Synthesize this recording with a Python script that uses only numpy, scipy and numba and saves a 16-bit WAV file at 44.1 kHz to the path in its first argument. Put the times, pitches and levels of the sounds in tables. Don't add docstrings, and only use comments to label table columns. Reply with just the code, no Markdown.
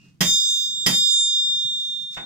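import sys
import numpy as np
from scipy import signal
from scipy.fft import rfft, irfft
from scipy.io import wavfile
from scipy.ndimage import uniform_filter1d
from numba import njit

SR = 44100
rng = np.random.default_rng(int(sys.argv[2]) if len(sys.argv) > 2 else 0)


def output_pcm(signal):
    pcm = np.clip(np.atleast_2d(signal).T, -1, 1) * 32767
    wavfile.write(sys.argv[1], SR, np.round(pcm).astype(np.int16))


N = 99225
T = np.arange(N) / SR
FREQS = np.maximum(np.fft.rfftfreq(N, 1 / SR), 1)


def undb(db):
    return 10 ** (np.asarray(db) / 20)


def pan(pan_db):
    gains = undb(np.array([[pan_db], [-pan_db]]) / 2)
    return gains / np.sqrt(np.mean(gains ** 2))


def curve(table, hz, column=1):
    table = np.array(table, float)
    return np.interp(np.log(hz), np.log(table[:, 0]), table[:, column])


def noise(eq_db):
    shaped = irfft(rfft(rng.standard_normal((2, N))) * undb(eq_db), N)
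    return shaped / shaped.std()


def centre_bass(wide, corner_hz=323):
    mid, side = rfft(wide)
    alike = .85 / (1 + (FREQS / corner_hz) ** 2)
    return irfft(mid * np.sqrt((1 + alike) / 2) + side * np.sqrt((1 - alike) / 2) * [[1], [-1]], N)


def drift(rate_hz):
    points = 2048
    lowpass = np.exp(-(np.fft.rfftfreq(points, N / SR / points) / rate_hz) ** 2)
    slow = irfft(rfft(rng.standard_normal((2, points))) * lowpass)
    return np.array([np.interp(T, np.linspace(0, N / SR, points), ear) for ear in slow / slow.std()])


def swell(peak_s, half_width_s):
    return np.exp(-((T - peak_s) / half_width_s) ** 2)


def struck(start_s, attack_s, t60_s):
    age = np.maximum(T - start_s, 0)
    return np.minimum(age / attack_s, 1) * np.exp(-np.log(1000) * age / t60_s)


def ring(modes, start_s, level_db, tilt_db_per_octave=0, attack_s=.008):
    waver_hz, ear_phase_rad = 5.45, np.array([[0], [1.707]])
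    out = np.zeros((2, N))
    for hz, mode_db, t60_s, pan_db in modes:
        depth = .3 * min(hz / 5000, 1.5) ** .84
        phase = 2 * np.pi * (hz * T + rng.random()) + ear_phase_rad + depth * drift(waver_hz)
        waver = np.exp(depth * drift(waver_hz) + .072 * drift(rate_hz=70))
        gain = undb(level_db + mode_db + tilt_db_per_octave * np.log2(hz / modes[0][0])) * pan(pan_db)
        out += gain * np.sqrt(2) * np.sin(phase) * waver * struck(start_s, attack_s, t60_s)
    return out


def burst(bands, start_s, level_db, attack_s=.0088):
    spectrum = rfft(centre_bass(noise(curve(bands, FREQS))))
    thirds = np.round(3 * np.log2(np.maximum(FREQS, 40)))
    out = np.zeros((2, N))
    for third in np.unique(thirds):
        hz = 2 ** (third / 3)
        envelope = struck(start_s, attack_s, curve(bands, hz, column=2))
        out += irfft(spectrum * (thirds == third), N) * pan(curve(bands, hz, column=3)) * envelope
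    return undb(level_db) * out


def thud(start_s, level_db, pitch_hz, t60_s):
    tone = np.sqrt(2) * np.sin(2 * np.pi * pitch_hz * (T - start_s))
    return undb(level_db) * tone * struck(start_s, 1 / pitch_hz, t60_s)


# freq_hz, gain_db
ROOM_EQ = [(25, -27), (55, -15.5), (100, -11.5), (150, 1), (220, -8), (320, -15.5), (550, -32.5),
           (1200, -35.5), (2500, -35.5), (6000, -40), (15000, -48.5)]
def room_rumble(level_db=-56.5, flutter_db=1.5):
    gain = undb(level_db + flutter_db * drift(rate_hz=14)[0])
    return gain * centre_bass(noise(curve(ROOM_EQ, FREQS)))


# pitch_hz, gain_db
WHINE_TONES = [(2548, -2), (2792, 0)]
# peak_s, half_width_s, level_db
WHINE_SWELLS = [(.03, 0.081, -58.5), (.57, .09, -55)]
def faint_whine(roughness_rad=.35):
    tones = sum(undb(db) * np.sin(2 * np.pi * hz * T + drift(8) + roughness_rad * drift(200))
                for hz, db in WHINE_TONES)
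    return tones * sum(undb(db) * swell(peak_s, half_width_s) for peak_s, half_width_s, db in WHINE_SWELLS)


# freq_hz, gain_db
SLIDE_EQ = [(500, -16.5), (1300, -7), (2500, -5), (5500, 3.5), (7500, -1), (10000, -16), (15000, -15.5)]
# peak_s, half_width_s, level_db, tilt_db_per_octave
SLIDE_CUES = [(0.037, 0.097, -65, -3), (1.849, 0.017, -58.5, -2), (1.941, .012, -65.5, -0.5),
              (2.023, 0.019, -50.5, 2.5), (2.067, 0.042, -62.5, 0), (2.145, 0.029, -46.5, 0.5)]
def workpiece_slides(grain_db=2.3):
    out = np.zeros((2, N))
    for peak_s, half_width_s, level_db, tilt in SLIDE_CUES:
        friction = noise(curve(SLIDE_EQ, FREQS) + tilt * np.log2(FREQS))
        gain = undb(level_db + grain_db * drift(rate_hz=120)[0])
        out += gain * friction * swell(peak_s, half_width_s)
    return pan(pan_db=-6.5) * out


# pitch_hz, gain_db, t60_s, pan_db
ANVIL_MODES = [(3628.9, -15, 2.927, -1), (4965, -21.5, 1.5, -5), (6217.3, -25.5, 1.95, -6),
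               (7185, -14, 1.218, -3.5), (7483, -25, 2.2, 1), (10760, -55, 2.23, -4),
               (12958, -50, .8, -19.5), (13244, -39.5, 1.1, -23), (15080, -48, .8, -24.5),
               (15362, -33, 0.99, -27.5), (15428, -27, .65, -25.5)]
# freq_hz, gain_db, t60_s, pan_db
CRACK_BANDS = [(35, -14.5, 0.21, 0), (93, -4, 0.27, -1.5), (180, 7, 0.28, -2), (430, -5.5, 0.23, -7),
               (850, -3.5, 0.2, -7.5), (1380, -6, 0.21, -4), (1900, -0.5, 0.2, -1.5),
               (2570, -4.5, 0.21, -3.5), (3650, -1.5, 0.2, -4.5), (4400, -7.5, .17, -5.5),
               (5130, -1.5, 0.2, -6.5), (7300, -4.5, 0.22, -0.5), (9500, -13.5, 0.13, -1),
               (11900, -13.5, .16, -17.5), (13600, -17, 0.19, -24.5), (14900, 0, .14, -26),
               (16000, -23.5, 0.12, -27)]
# pitch_hz, gain_db, t60_s, pan_db
CLANG_MODES = [(1908, -19, .17, -3), (2017, -24, 0.21, -3), (3182, -18.5, 0.26, -0.5),
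               (3284, -16, 0.16, -3.5), (3903, -28.5, 0.19, -6), (4768, -23, .4, -4.5),
               (5060, -8.5, 0.096, -5.5), (7068, -27, .43, -3), (9184, -28, .31, -3), (9930, -40, 0.38, -3),
               (11170, -42.5, 0.34, -12), (11650, -34.5, 0.42, -15.5), (12200, -37, .33, -18.5),
               (14338, -40, .28, -24), (14790, -37.5, .38, -27.5)]
# start_s, crack_db, ring_db, ring_tilt_db_per_octave, clang_db, thump_db
BLOW_CUES = [(0.206, -4, 1, 1, -0.5, -14.5), (0.8615, 2.5, 8, -4.5, 10, -9.5)]
def hammer_blows(choke_s=.008):
    hits, tail = np.zeros((2, N)), np.zeros((2, N))
    for start_s, crack_db, ring_db, tilt, clang_db, thump_db in BLOW_CUES:
        tail *= np.clip(1 - (T - start_s) / choke_s, 0, 1)
        tail += ring(ANVIL_MODES, start_s, ring_db, tilt, attack_s=.094)
        hits += burst(CRACK_BANDS, start_s, crack_db)
        hits += ring(CLANG_MODES, start_s, clang_db)
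        hits += thud(start_s, thump_db, pitch_hz=178.8, t60_s=.26)
    return hits + tail


# start_s, level_db
STEP_CUES = [(1.195, -47), (1.646, -35)]
def footfalls():
    return sum(thud(start_s, level_db, pitch_hz=140, t60_s=.07) for start_s, level_db in STEP_CUES)


# freq_hz, gain_db, t60_s, pan_db
CLUNK_BANDS = [(60, -6, 0.67, -6), (197, -1.5, 1, -4), (413, -4, 0.49, -12), (770, 0.5, 0.37, -4),
               (1210, 1, .22, -3), (1860, 5, 0.19, 1), (2700, -1, 0.19, -10), (4000, -14.5, 0.23, -1),
               (8000, -24.5, 0.43, -7), (15000, -53, 0.19, -11)]
# pitch_hz, gain_db, t60_s, pan_db
CLUNK_RING = [(690, -10.5, .15, -10), (790, -9, 0.16, -1), (1478, -9.5, 0.34, -5)]
def hammer_set_down(start_s=2.165, level_db=-30):
    return burst(CLUNK_BANDS, start_s, level_db) + ring(CLUNK_RING, start_s, level_db)


def scene():
    return room_rumble() + faint_whine() + workpiece_slides() + hammer_blows() + footfalls() + hammer_set_down()


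@njit
def follow(power, attack_s, release_s):
    out, level = np.empty(len(power)), 0.
    for i in range(len(power)):
        lag_s = attack_s if power[i] > level else release_s
        level += (power[i] - level) / (lag_s * SR)
        out[i] = level
    return out


def record(dry, threshold_db=-15, ratio=14, high_cut_hz=15800):
    power = uniform_filter1d(np.mean(dry ** 2, axis=0), size=256)
    envelope = follow(power, attack_s=.0013, release_s=.037)
    gain = (1 + envelope / undb(threshold_db) ** 2) ** ((1 / ratio - 1) / 2)
    high_cut = signal.ellip(10, .2, 80, high_cut_hz, fs=SR, output="sos")
    return signal.sosfilt(high_cut, dry * gain)


dry = scene()
out = record(dry)
output_pcm(out)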